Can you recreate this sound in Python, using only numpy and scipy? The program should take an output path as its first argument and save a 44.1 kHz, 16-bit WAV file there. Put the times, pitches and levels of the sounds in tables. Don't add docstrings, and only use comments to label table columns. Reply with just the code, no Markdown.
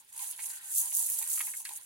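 import sys
import numpy as np
from scipy import signal
from scipy.fft import rfft, irfft
from scipy.io import wavfile

SR = 44100
rng = np.random.default_rng(int(sys.argv[2]) if len(sys.argv) > 2 else 0)


def generate_wav(signal):
    frames = np.transpose(np.atleast_2d(signal))
    scaled = np.clip(frames, -1, 1) * 32767
    pcm = np.round(scaled).astype(np.int16)
    wavfile.write(sys.argv[1], SR, pcm)


def volts_from_decibels(level):
    exponent = np.asarray(level, float) / 20
    return 10 ** exponent


N = 81585
TIME_S, BIN_HZ = np.arange(N) / SR, np.arange(N // 2 + 1) * SR / N

LAG_S, LAG_SPREAD_S, PAN_DB, PAN_SPREAD_DB = 0.00021, .00008, -2, -0.5
LEAD = 40


def rms_one(x):
    return x / np.sqrt(np.mean(x ** 2) + 1e-20)


def in_time(rows):
    s, *columns = np.transpose(rows)
    return [np.interp(TIME_S, s, column) for column in columns]


def colour(x, points):
    f, db = np.transpose(points)
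    log_hz = np.log(np.maximum(BIN_HZ, 5))
    gain_db = np.interp(log_hz, np.log(f), db, left=db[0] - 44)
    return irfft(rfft(x) * volts_from_decibels(gain_db), N)


def high(x, hz):
    return signal.sosfilt(signal.butter(4, hz, "high", fs=SR, output="sos"), x)


def drift(rate):
    r = np.exp(-2 * np.pi * rate / SR)
    noise = rng.standard_normal(N + SR)
    return rms_one(signal.lfilter([1], [1, -2 * r, r * r], noise)[SR:])


def ring(clicks, hz, t60):
    r = volts_from_decibels(-60 / (t60 * SR))
    w = 2 * np.pi * min(hz, 18000) / SR
    return signal.lfilter([0, np.sin(w)], [1, -2 * r * np.cos(w), r * r], clicks + 1e-18)


def placed(s, strength, where, size=N):
    out = np.zeros((2, size))
    for side, sign in enumerate((1, -1)):
        lag = sign * (LAG_S + LAG_SPREAD_S * where[:, 0]) / 2
        gain = strength * volts_from_decibels(sign * (PAN_DB + PAN_SPREAD_DB * where[:, 1]) / 2)
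        at = np.clip((s + lag) * SR, 0, size - 2)
        part = at % 1
        np.add.at(out[side], at.astype(int), gain * (1 - part))
        np.add.at(out[side], at.astype(int) + 1, gain * part)
    return out


def grains(per_s, spread_db, clump_db, low_hz, high_hz, cycles, count):
    uneven_db = spread_db * np.minimum(rng.exponential(1, N), 4.0)
    clumps_db = clump_db * (.25 * drift(40) + drift(120))
    sizes = volts_from_decibels(uneven_db + clumps_db) * rng.choice([-1, 1], N)
    born = rng.random(N) < per_s / SR
    dealt = rng.integers(0, count, N)
    where = rng.standard_normal((N, 2))
    out = 0
    for k, hz in enumerate(np.geomspace(low_hz, high_hz, count)):
        at = np.flatnonzero(born & (dealt == k))
        clicks = placed(at / SR, sizes[at], where[at])
        gain = np.sqrt(hz) / np.sin(2 * np.pi * hz / SR)
        out = out + gain * ring(clicks, hz, cycles / hz) + 2.62 * np.sqrt(high_hz) * clicks
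    return out


def lay(out, s, part, db):
    start = int(s * SR) - LEAD
    crest = np.sqrt(np.mean(np.max(part ** 2, axis=1)))
    return np.pad(part * volts_from_decibels(db) / crest, ((0, 0), (start, N)))[:, :N] + out


def room_tone():
    # (frequency [Hz], density [dB per Hz])
    hum_and_hiss = [(25, -15), (48, -3.5), (100, -0.5), (130, -2), (600, -9.5), (900, -25.5), (3000, -7),
                    (15900, -4.5)]
    mid, side = rng.standard_normal((2, N))
    return volts_from_decibels(-66) * rms_one(colour(mid + .5 * side * [[1], [-1]], hum_and_hiss))


def rattle():
    # (time [s], level [dB])
    stirring = [(0, -49), (.04, -77), (.12, -50), (.135, -51), (.225, -40), (.36, -51), (.45, -39.5),
                (.61, -50), (.70, -43), (.775, -29), (.915, -44), (.96, -31), (1.07, -36), (1.255, -41),
                (1.33, -35), (1.635, -44.5), (1.74, -47), (1.85, -57)]
    # (time [s], change [dB], half length [s])
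    slips = [(0.02, -3.5, 0.018), (0.075, -1, 0.02), (0.117, -13, 0.0072), (0.308, 5, 0.015),
             (0.38, -1.5, 0.03), (0.461, 4.5, 0.006), (0.481, -5, 0.009), (0.603, -10, 0.011),
             (0.92, 3.5, 0.026), (0.99, 1, 0.034), (1.08, -4, 0.0068), (1.123, 2, 0.044),
             (1.189, 11.5, 0.0028), (1.224, 7.5, 0.0069), (1.243, -2.8, 0.013), (1.329, 3, 0.037),
             (1.533, -4.5, 0.023), (1.571, 5.5, 0.0063), (1.635, -8.5, 0.014), (1.653, 2.5, 0.006),
             (1.766, 5.5, 0.013), (1.791, -15, 0.009)]
    # (time [s], extra balance [dB])
    hands = [
        (0, 1),
        (.25, -2.3),
        (.44, -1.5),
        (.55, 1),
        (.95, -1.5),
        (1.22, -1.3),
        (1.6, .5),
        (1.85, -1),
    ]
    # (frequency [Hz], density [dB per Hz])
    bead_colour = [(2500, -31), (3600, -33), (5200, -27.5), (6500, -12), (10000, -3), (11500, -3.5),
                   (12500, -5), (15900, -8)]
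    top_hz, top_follows = 11650, 0.34

    stir_db, = in_time(stirring)
    stir_db = stir_db + sum(db * np.exp(-((TIME_S - s) / half) ** 2) for s, db, half in slips)
    lean_db = in_time(hands)[0] * [[.5], [-.5]]
    ticks = grains(7000, 2.9, 1.4, 3770, 17200, cycles=20, count=90)
    ticks = rms_one(colour(ticks, bead_colour))
    top = irfft(rfft(ticks) * (BIN_HZ > top_hz), N)
    top_gain = volts_from_decibels(top_follows * (stir_db - stir_db.max()))
    return volts_from_decibels(stir_db + lean_db + 3.5) * (ticks + top * (top_gain - 1))


def mat():
    # (time [s], hollow ring [dB], rustle above it [dB])
    dragging = [(0.0, -70.5, 2), (0.082, -84.5, 13.5), (0.2, -56.5, 1), (0.37, -76, 15.5), (0.39, -66, 9.5),
                (0.766, -72.5, 11.5), (0.854, -59.5, 4.5), (0.906, -70.5, 11), (1.01, -61.5, 4),
                (1.06, -71.5, 12.5), (1.23, -64.5, 6.5), (1.256, -71.5, 16), (1.396, -65.5, 12),
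                (1.648, -75, 7), (1.71, -56, -1.5), (1.756, -83.5, 21.5), (1.802, -72.5, 12),
                (1.85, -84.5, 15)]
    # (frequency [Hz], density [dB per Hz])
    rustle_colour = [(500, -25.5), (640, -26), (1150, -14), (1700, 0), (2300, 2.5), (5000, 8.5),
                     (7000, -10)]
    # (time [s], peak [dB])
    thump_hits = [(0.195, -51), (0.39, -50.5), (0.499, -56), (0.925, -54), (0.983, -53), (1.001, -57.5),
                  (1.112, -56), (1.188, -54), (1.211, -48), (1.225, -52.5), (1.403, -46.5), (1.473, -49),
                  (1.602, -53.5), (1.69, -52), (1.706, -48.5), (1.79, -61)]
    # (frequency [Hz], level [dB], t60 [s])
    table_body = [(398, -17, 0.04), (646, -8, 0.0096)]
    hollow_modes_hz, hollow_t60_s = (860, 925, 1010), .038

    hollow_db, rustle_db = in_time(dragging)
    rustle = rms_one(colour(grains(5000, 2.0, 1.5, 600, 5500, cycles=12, count=16), rustle_colour))

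    soft = signal.butter(3, [810, 1070], "band", fs=SR, output="sos")
    taps = grains(700, 2.5, 2.0, 800, 1000, cycles=3, count=2)
    taps = signal.sosfilt(soft, taps[1] + 1.8 * taps)
    hollow = rms_one(sum(ring(taps, hz, hollow_t60_s) for hz in hollow_modes_hz))

    s, db = np.transpose(thump_hits)
    thumps = placed(s, volts_from_decibels(db - 3.5), np.tile([-1.5, 0], (len(s), 1)))
    soft_thumps = signal.sosfilt(soft, thumps)
    struck = sum(ring(soft_thumps, hz, hollow_t60_s) for hz in hollow_modes_hz)
    body = sum(volts_from_decibels(level_db) * ring(thumps, hz, t60) for hz, level_db, t60 in table_body)
    body = signal.sosfilt(signal.butter(2, [200, 900], "band", fs=SR, output="sos"), body)
    return volts_from_decibels(hollow_db) * (hollow + volts_from_decibels(rustle_db) * rustle) + struck + body


def reflections(x):
    t60_s, changes_per_s = 0.089, 45
    t = np.arange(SR // 4) / SR
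    turn = TIME_S * np.pi / 2 * changes_per_s
    dull = signal.butter(1, 20000, fs=SR, output="sos")
    tails = rng.standard_normal((6, 2, len(t))) * volts_from_decibels(-60 * t / t60_s) * (t > .0015)
    out = 0
    for k, tail in enumerate(tails):
        tail = signal.sosfilt(dull, tail)
        tail = tail / np.sqrt(np.sum(tail ** 2) / 2)
        off = (turn - k * np.pi / 2 + 3 * np.pi / 2) % (3 * np.pi) - 3 * np.pi / 2
        share = np.cos(np.clip(off, -np.pi / 2, np.pi / 2))
        send = share * x.mean(axis=0)[None]
        out = out + signal.fftconvolve(tail, send, axes=1)[:, :N]
    return out


def knocks():
    # (time [s], peak [dB], pitch [Hz])
    bead_knocks = [(0.0479, -49, 9600), (0.1631, -37, 9300), (0.1778, -30, 9200), (0.1928, -32, 8600),
                   (0.203, -29, 10900), (0.2225, -28, 11500), (0.2434, -29, 11400), (0.274, -30, 9900),
                   (0.2819, -28, 10100), (0.2944, -30, 11800), (0.3012, -31, 10200), (0.3123, -25, 10300),
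                   (0.3186, -32, 10000), (0.3624, -33, 10400), (0.3783, -34, 10000), (0.4021, -33, 9900),
                   (0.4343, -27, 9400), (0.469, -27, 10000), (0.4939, -32, 10700), (0.501, -30, 6700),
                   (0.5751, -35, 10200), (0.6148, -41, 11400), (0.7196, -26, 10900), (0.7245, -23, 9300),
                   (0.752, -19, 8900), (0.7885, -16, 12100), (0.8062, -20, 11100), (0.8581, -24, 8500),
                   (0.9125, -26, 9700), (0.9506, -14, 9900), (0.9615, -21, 10600), (0.971, -16, 11800),
                   (0.9858, -18, 11200), (0.9933, -19, 9900), (1.0642, -25, 10500), (1.1007, -15, 11600),
                   (1.1189, -22, 10900), (1.1416, -24, 9600), (1.1883, -24, 11500), (1.1933, -23, 10500),
                   (1.2279, -24, 11100), (1.2406, -26, 7800), (1.2518, -29, 9900), (1.2769, -23, 8800),
                   (1.3171, -21, 10800), (1.3588, -23, 11000), (1.3851, -25, 8700), (1.4121, -21, 10400),
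                   (1.4685, -24, 11200), (1.5032, -29, 9600), (1.5751, -28, 10300), (1.6023, -32, 9600),
                   (1.652, -30, 10100), (1.6908, -35, 8400), (1.7354, -30, 9700), (1.7733, -29, 10900),
                   (1.7821, -37, 10900), (1.813, -41, 8700), (1.8223, -39, 10900), (1.8332, -41, 8500)]
    cycles, gap_s, fade_db = 22, .0004, 4.0
    touch = np.arange(3)
    out = 0
    for (s, db, hz), draw in zip(bead_knocks, rng.standard_normal((len(bead_knocks), 8))):
        spot = np.tile([(2 / hz - LAG_S) / LAG_SPREAD_S, .4 * draw[7]], (3, 1))
        at = LEAD / SR + touch * gap_s * (1 + 0.264 * draw[:3])
        strength = volts_from_decibels(2.6 * draw[3:6] - fade_db * touch) * np.sign(draw[:3])
        clicks = placed(at, strength, spot, size=700)
        part = 0
        for ratio, ratio_db in ((1.07, 7), (0.67, -15), (1.34, -4.5)):
            part = part + volts_from_decibels(ratio_db) * ring(clicks, hz * ratio, cycles / hz)
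        out = lay(out, s, high(part, 6570), db + 2.0)
    return out


def drops():
    # (time [s], peak [dB], run length [s], centre [Hz])
    strand_drops = [(0.174, -51.5, .004, 3000), (0.192, -38.5, .004, 3450), (.265, -43.5, .005, 4200),
                    (0.334, -39.5, .002, 3770), (.391, -40, 0.0054, 2030), (.392, -42, .004, 3540),
                    (.402, -42, .010, 2350), (.403, -40, .006, 3670), (.441, -44, 0.007, 2740),
                    (0.499, -48, .008, 1880), (0.503, -39.5, .003, 4630), (0.539, -53, 0.0044, 1730),
                    (0.9183, -42, .002, 2790), (.9238, -53, .010, 2080), (1.088, -48, .005, 2320),
                    (1.213, -47.5, 0.0094, 2480), (1.2255, -35.5, 0.00189, 3940),
                    (1.226, -40.5, .010, 2220), (1.3764, -40, 0.0092, 2400), (1.377, -43, 0.0088, 1390),
                    (1.396, -36, .005, 2270), (1.4045, -30, 0.0048, 2070), (1.405, -36.5, 0.009, 1300),
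                    (1.407, -38, .008, 3600), (1.408, -32, 0.0067, 2380), (1.418, -57, 0.011, 2300),
                    (1.47, -43.5, 0.0068, 2120), (1.482, -46.5, .012, 1900), (1.537, -39, 0.0041, 1880),
                    (1.603, -46, .005, 3530), (1.652, -32, .004, 4970), (1.6527, -37, 0.0043, 1910),
                    (1.659, -39.5, 0.016, 2800), (1.678, -45, .004, 2030), (1.690, -44.5, .009, 2370),
                    (1.691, -39, .003, 4700)]
    # (frequency [Hz], level [dB])
    mat_modes = [(1260, -1), (1520, -7), (1700, -3), (1910, 0), (2177, -1), (2420, 1), (2750, 0),
                 (3200, -3), (3786, -2), (4300, 0), (4600, 2), (5200, 2), (5800, 0)]
    lag_s, focus_db, fade_db, cycles, band = .00005, 25, 13, 45, 1.45
    step = np.arange(6) / 5
    spot = np.tile([(lag_s - LAG_S) / LAG_SPREAD_S, 0], (6, 1))
    draws = rng.standard_normal((len(strand_drops), 6, 1 + len(mat_modes)))
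    out = 0
    for (s, db, length, centre), draw in zip(strand_drops, draws):
        at = LEAD / SR + abs(length) * step * (1 + 0.1468 * draw[:, 0])
        part = 0
        for (hz, level_db), chance in zip(mat_modes, draw.T[1:]):
            off_centre_db = focus_db * np.log2(hz / centre) ** 2
            strength = volts_from_decibels(level_db - fade_db * step - off_centre_db + 3.4 * chance) * np.sign(chance)
            part = part + ring(placed(at, strength, spot, size=2500), hz, cycles / hz)
        out = lay(out, s, high(part, centre / band), db - 0.5)
    return out


def slide():
    from_s, to_s, fade_s = .495, .73, 0.0089
    taps = grains(900, 2.5, 1.5, 1500, 1900, cycles=3, count=2)
    rub = high(sum(ring(taps, hz, .03) for hz in (1530, 1810)), 1400)
    fade = np.clip(np.minimum(TIME_S - from_s, to_s - TIME_S) / fade_s, 0, 1)
    return volts_from_decibels(-62.5) * rms_one(rub) * fade


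def bump():
    touch = placed(np.array([.970]), 1, np.zeros((1, 2)))
    return volts_from_decibels(-60.5) * ring(touch, 129, 0.015)


def scene():
    near = rattle() + mat() + knocks() + drops() + slide()
    return near + volts_from_decibels(-3.5) * high(reflections(near), 788) + bump() + room_tone()


def low_pass(x):
    return signal.sosfilt(signal.butter(12, 16700, fs=SR, output="sos"), x)


def record(dry):
    mix = irfft(rfft(dry) * (BIN_HZ < 16000), N)
    return low_pass(mix)


dry = scene()
out = record(dry)
generate_wav(out)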